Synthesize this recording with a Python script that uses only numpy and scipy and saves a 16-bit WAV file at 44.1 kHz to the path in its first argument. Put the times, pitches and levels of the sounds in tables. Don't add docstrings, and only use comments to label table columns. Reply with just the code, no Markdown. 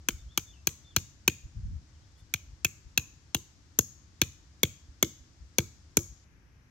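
import sys
import numpy as np
from scipy import signal
from scipy.fft import rfft, irfft, next_fast_len
from scipy.io import wavfile
from scipy.ndimage import uniform_filter1d

SR = 44100
rng = np.random.default_rng(int(sys.argv[2]) if len(sys.argv) > 2 else 0)


def int16_out(signal):
    q = np.round(np.clip(np.atleast_2d(signal).T, -1, 1) * 32767)
    wavfile.write(sys.argv[1], SR, q.astype(np.int16))


N = 295470
TIME = np.arange(N) / SR
BLOW_TIME = TIME[:2400]


def from_db(db):
    return 10 ** (np.asarray(db) / 20)


def rms_one(x):
    return x / np.sqrt(np.mean(x ** 2) + 1e-20)


def at_level(x, db):
    energy = np.sum(x ** 2, axis=-1, keepdims=True)
    energy = energy.mean(axis=0) if x.ndim > 1 else energy
    return x * from_db(db) * np.sqrt(SR / 100 / (energy + 1e-20))


def at_hz(points, hz, column=1):
    points = np.array(points)
    return np.interp(np.log(hz), np.log(points[:, 0]), points[:, column])


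def band(x, low, high):
    edges = [max(low, 10), min(high, .48 * SR)]
    return signal.sosfilt(signal.butter(2, edges, "band", fs=SR, output="sos"), x)


def resonate(x, hz, width):
    r = np.exp(-np.pi * width / SR)
    feedback = [1, -2 * r * np.cos(2 * np.pi * hz / SR), r * r]
    return signal.lfilter((1 - r * r) / 2 * np.array([1, 0, -1]), feedback, x)


def stereo(pair, correlation):
    mid, side = np.sqrt(1 + correlation) * pair[0], np.sqrt(1 - correlation) * pair[1]
    return np.array([mid + side, mid - side])


# f/Hz, left-right correlation
AIR_CORRELATION = [(60, .85), (290, 0.92), (640, 0.48), (1400, 0), (7000, 0.078)]

def steady_noise(colour, size=N):
    padded = next_fast_len(size, real=True)
    hz = np.fft.rfftfreq(padded, 1 / SR) + 1
    white = stereo(rfft(rng.standard_normal((2, padded))), at_hz(AIR_CORRELATION, hz))
    coloured = white * from_db(at_hz(colour, hz)) * (hz > colour[0][0])
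    return rms_one(irfft(coloured, padded)[:, :size])


# f/Hz, level/dB
OPEN_AIR_EQ = [(100, 13), (200, 3), (300, 5), (430, -6.5), (700, -8), (1100, -7.5), (1700, -7),
               (2600, -11.5), (3800, -10.5), (5300, -7), (6700, -9), (8000, -17.5), (10000, -31.5),
               (12000, -28), (15000, -47.5)]
DULL_AIR_EQ = [(100, 11), (300, 0.5), (450, -7.5), (800, -12.5), (1600, -8), (2500, -11), (3500, -20.5),
               (4700, -19), (6000, -15), (7500, -27), (10000, -36), (12000, -27), (15000, -47.5)]

def air(dull_from_s=6.245):
    change = round(dull_from_s * SR)
    early = from_db(-63.5) * steady_noise(OPEN_AIR_EQ, size=change)
    late = from_db(-64) * steady_noise(DULL_AIR_EQ, size=N - change)
    bed = np.hstack([early, late])
    hum = signal.lfilter(*signal.butter(1, 700, fs=SR), bed)
    hiss = bed - hum
    return hum * from_db([[.7], [-.7]]) + hiss * from_db([[2.6], [-3.2]])


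# f/Hz, level/dB
WIND_EQ = [(15, -38.5), (25, -14), (45, -2.5), (75, 8), (110, -4.5), (160, -10), (230, -23), (330, -45.5),
           (700, -88.5)]
# t/s, half length/s, peak level/dB
GUSTS = [(0.137, 0.022, -40.5), (0.249, 0.054, -44), (1.457, 0.015, -40), (1.583, 0.024, -35),
         (1.699, 0.079, -34.5), (2.232, .016, -52), (2.509, 0.051, -48.5), (2.87, 0.018, -46),
         (4.903, .016, -47), (5.217, 0.015, -47.5), (5.425, 0.024, -45), (6.114, .018, -43.5)]

def wind(breeze_db=-55.5, breeze_db_per_s=-.66, plain_gust_db=-34.5, octaves_per_db=.025):
    out = from_db(breeze_db + breeze_db_per_s * TIME) * steady_noise(WIND_EQ)
    for s, half_s, db in GUSTS:
        on = np.abs(TIME - s) < .25
        swell = np.exp(-((TIME[on] - s) / half_s) ** 2)
        stretch = 2 ** (octaves_per_db * (db - plain_gust_db))
        colour = [(hz * stretch, level) for hz, level in WIND_EQ]
        eddies = steady_noise(colour, size=SR)[:, :len(swell)]
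        out[:, on] += from_db(db) * rms_one(eddies * swell) * np.sqrt(np.mean(swell ** 2))
    return out * from_db([[.6], [-.6]])


# f/Hz, level/dB relative to the send, t60/s
WASH = [(99.3, -9, 0.33), (296, -13.5, 0.15), (800, -20, 0.26), (2480, -25, 0.47), (4460, -22.5, 0.56),
        (6900, -17.5, 0.48), (8960, -20, 0.25), (10395, -29, 0.45), (12600, -26, 0.26), (16000, -22, .2)]

def campsite(send, echo_s=.0195, echo_db=-23, build_s=.0073):
    t = TIME[:SR // 2]
    white = rng.standard_normal((2, 2, len(t)))
    build = (1 - .5 * np.exp(-t / build_s)) * (t > .004)
    wash, edges = 0, np.geomspace(80, 17000, 21)
    for k, (low, high) in enumerate(zip(edges, edges[1:])):
        hz = np.sqrt(low * high)
        noise = stereo(band(white[k % 2], low, high), at_hz(AIR_CORRELATION, hz))
        fade = build * from_db(-60 * t / at_hz(WASH, hz, column=2))
        wash = wash + noise * fade / np.sqrt(2 * np.sum(fade ** 2)) * from_db(at_hz(WASH, hz))
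    echo = band(np.arange(len(t)) == round(echo_s * SR), 1500, 7500)
    return signal.oaconvolve(send, wash + from_db(echo_db) * echo, axes=1)[:, :N]


# t/s, rise/s, hold/s, fall/s, level/dB before the bird's fader
WHISTLES = [(0.171, 0.0075, 0.046, 0, -62), (0.28, 0.043, 0.043, 0.0037, -60.5),
            (0.451, 0.0029, .058, 0.11, -59.5), (0.834, 0.01, 0.066, 0.094, -60.5),
            (1.927, 0.0058, 0, 0.049, -67.5), (2.005, 0.059, 0.0018, 0, -71.5),
            (2.145, .045, 0.024, 0.0092, -69)]

def bird(held_hz=3570, lowest_hz=2685, fade_s=.018, waver=.011, flutter_db=4.0, db_per_hz=-.0095):
    rise_hz_per_s, sag_hz_per_s, fall_hz_per_s = 9000, 680, 20000
    out = np.zeros(N)
    wobble, flutter = rms_one(uniform_filter1d(rng.standard_normal((2, N)), size=300))
    for s, rise_s, hold_s, fall_s, db in WHISTLES:
        length = rise_s + hold_s + fall_s
        on = (TIME > s) & (TIME < s + length)
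        t = TIME[on] - s
        scoop = rise_hz_per_s * np.maximum(rise_s - t, 0)
        drop = fall_hz_per_s * np.maximum(t - rise_s - hold_s, 0)
        hz = np.maximum(held_hz - sag_hz_per_s * t - scoop - drop, lowest_hz)
        phase = 2 * np.pi * np.cumsum(hz * (1 + waver * wobble[on])) / SR
        swell = np.minimum(np.minimum(t, length - t) / fade_s, 1)
        gain = from_db(db + db_per_hz * (held_hz - hz) + flutter_db * flutter[on])
        out[on] += np.sqrt(2) * np.sin(phase) * swell * gain
    return out * from_db([[1.5], [-1.5]])


def sleeve(at_s=2.195, half_s=.023, db=-71):
    cloth = rms_one(band(rng.standard_normal((2, N)), 2500, 11000))
    return from_db(db) * cloth * np.exp(-((TIME - at_s) / half_s) ** 2)


def rebound(at_s=3.376, db=-54, decay_s=.0016):
    t = np.maximum(TIME - at_s, 0)
    envelope = np.exp(-t / decay_s) * (t > 0) + 1e-12
    return at_level(band(rng.standard_normal((2, N)) * envelope, 4500, 15000), db)


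# f/Hz, width/Hz, level/dB relative to the clink column, t60/s
HEAD_MODES = [(6590, 180, -23, 0.36), (12650, 1100, -32.5, 0.24), (15550, 300, -35.5, .25)]

def head_ring():
    t, out = TIME[:SR // 2], np.zeros((2, N + SR))
    for hz, width, db, t60 in HEAD_MODES:
        white = rng.standard_normal((2, len(BLOWS), len(t)))
        ring = rms_one(band(white, hz - width / 2, hz + width / 2)) * from_db(db - 60 * t / t60)
        for k, (s, _, _, _, clink_db, *_) in enumerate(BLOWS):
            start = round(s * SR)
            out[:, start:start + len(t)] += from_db(clink_db) * ring[:, k]
    return out[:, :N]


def soil(thud_db, deep_db, depth, start_hz=1400, slowing=.5, deep_s=.0155):
    thud_s = np.interp(depth, [0, 1], [.0051, .0042])
    knock_hz = np.interp(depth, [0, 1], [290, 334.5])
    t = BLOW_TIME
    hz = 1 / (1 / start_hz + slowing * (1 + rng.normal(0, .044)) * t)
    sweep = np.cos(2 * np.pi * (np.cumsum(hz) / SR - .12))
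    thud = sweep * (t / thud_s) ** 5 * np.exp(-5 * t / thud_s)
    deep = sweep * (t / deep_s) ** 8 * np.exp(-8 * t / deep_s)
    crumble = rng.standard_normal(len(t)) * np.abs(thud)
    knock = resonate(resonate(crumble, knock_hz, width=80), hz=380, width=220)
    body = at_level(thud, thud_db - .8) + at_level(knock, thud_db - 5.5) + at_level(deep, deep_db - 1)
    return body * from_db([[.5], [-.5]])


def chatter(rise_s, decay_s):
    envelope = (1 - np.exp(-(BLOW_TIME / rise_s) ** 2)) * np.exp(-BLOW_TIME / decay_s)
    return rng.standard_normal((2, len(BLOWS), len(BLOW_TIME))) * envelope


# f/Hz, left-right correlation
CLANK_CORRELATION = [(1200, 0.97), (3000, 0.82), (5000, 0.91), (6500, 0.019), (12000, 0.061)]
# f/Hz, left minus right/dB
CLANK_PAN = [(400, 0.5), (1200, 2.5), (3000, 2), (4500, 5), (6500, 4.5), (8500, -1.5), (12000, 0.1)]

def place_clank(pair, hz):
    left, right = stereo(pair, at_hz(CLANK_CORRELATION, hz))
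    lean = from_db(at_hz(CLANK_PAN, hz) / 2)
    return np.array([left * lean, right / lean])


# f/Hz, level/dB
CRACK_EQ = [(600, -6), (1100, 5), (1900, -4.5), (3000, 0), (4800, -1), (7800, -4), (10000, -5.5),
            (13500, -8), (16000, -8)]

def contact_cracks():
    forces = [chatter(rise_s=.0014, decay_s=.002) for _ in range(2)]
    cracks, edges = 0, np.geomspace(600, 16000, 8)
    for k, (low, high) in enumerate(zip(edges, edges[1:])):
        hz = np.sqrt(low * high)
        cracks = cracks + from_db(at_hz(CRACK_EQ, hz)) * place_clank(band(forces[k % 2], low, high), hz)
    return at_level(cracks, db=-1)


def steel_mode(force, hz, width, db, skirt=.22):
    ring = resonate(resonate(force, hz, width), hz, hz * skirt)
    return at_level(place_clank(ring, hz), db)


# f/Hz, width/Hz, level/dB relative to the steel column
STEEL_MODES = [(1586, 150, -13.5), (2700, 200, -14), (4192, 270, -6.5), (6000, 1300, -2),
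               (15600, 200, -13.5)]
# t/s, first bend f/Hz, then level/dB before each
BLOWS = [(0.0851, 2330, -30, -30.5, -29.5, -27, -29.5, -30.5, -34.5, -48),
         (0.3744, 2360, -33.5, -30, -28, -26, -29.5, -30, -36.5, -38),
         (0.67, 2420, -32, -35.5, -25.5, -28, -25, -28.5, -35, -35.5),
         (0.9628, 2400, -32.5, -31, -26.5, -25.5, -22.5, -31, -34, -27),
         (1.2773, 2480, -20.5, -29.5, -24, -26, -23, -32.5, -27.5, -31),
         (2.338, 2440, -28.5, -34.5, -32, -35, -32.5, -49, -48.5, -36),
         (2.6462, 2510, -23.5, -33, -25.5, -31, -31, -32.5, -38, -33),
         (2.975, 2600, -23, -32, -25, -29.5, -24.5, -34, -35, -32.5),
         (3.3457, 2824, -32, -32.5, -28.5, -27.5, -35, -34.5, -32.5, -31.5),
         (3.788, 2700, -38.5, -44.5, -18.5, -27.5, -36, -44, -29.5, -30),
         (4.215, 2410, -25.5, -26, -25.5, -28, -22.5, -39, -30, -28),
         (4.6312, 2216, -26.5, -23, -23.5, -28.5, -28.5, -26, -26, -26),
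         (5.0256, 2155, -30, -24.5, -21.5, -25.5, -31, -43, -22.5, -32),
         (5.583, 2290, -27.5, -31.5, -25, -26.5, -25, -31.5, -24.5, -25),
         (5.9694, 2280, -34.5, -36.5, -19.5, -26.5, -28.5, -60.5, -23.5, -27)]

def blows(blur=1, let_go_s=2, gripped_hz=3130, free_hz=3370, right_lag_s=.000036):
    out = np.zeros((2, N + len(BLOW_TIME)))
    cracks = contact_cracks()
    force = chatter(rise_s=.00085, decay_s=.0027)
    steel = sum(steel_mode(force, hz, width * blur, db) for hz, width, db in STEEL_MODES)
    sizzles = at_level(band(chatter(rise_s=.00055, decay_s=.0043), 14300, 19000), db=-1.5)
    drives = [chatter(.00058, .0029), chatter(.00049, .0032),
              chatter(.0011, .0025), chatter(.00017, .0019)]
    *_, mean_clink_db, _, _, mean_sizzle_db, _, _ = np.mean(BLOWS, axis=0)
    for k, (s, bend_hz, *levels) in enumerate(BLOWS):
        bend_db, second_db, clink_db, crack_db, steel_db, sizzle_db, thud_db, deep_db = levels
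        blow = from_db(crack_db) * cracks[:, k] + from_db(steel_db) * steel[:, k]
        blow += from_db(sizzle_db) * sizzles[:, k]
        blow += soil(thud_db, deep_db, depth=k / (len(BLOWS) - 1))
        second_hz = gripped_hz if s < let_go_s else free_hz
        ping_hz = 12260 + 29.5 * (sizzle_db - mean_sizzle_db)
        ping_db = -27.5 + .87 * (clink_db - mean_clink_db)
        # f/Hz, width/Hz, level/dB
        modes = [(bend_hz, 160, bend_db), (second_hz, 290, second_db),
                 (6470, 490, clink_db), (ping_hz, 300, ping_db)]
        for (hz, width, db), drive in zip(modes, drives):
            blow += steel_mode(drive[:, k], hz, width * blur, db + .55)
        start = round(s * SR)
        out[:, start:start + len(BLOW_TIME)] += blow
    out[1] = np.roll(out[1], round(right_lag_s * SR))
    return out[:, :N]


def scene(bird_db=-6, bird_send=5):
    whistles = from_db(bird_db) * bird()
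    wash = campsite(blows(blur=3.1) + bird_send * whistles)
    return blows() + head_ring() + whistles + wash + sleeve() + air() + wind() + rebound()


def record(dry, ceiling=.97, cutoff_hz=16100):
    rounded = ceiling * np.tanh(dry / ceiling)
    return signal.sosfilt(signal.ellip(10, .1, 80, cutoff_hz, fs=SR, output="sos"), rounded)


dry = scene()
out = record(dry)
int16_out(out)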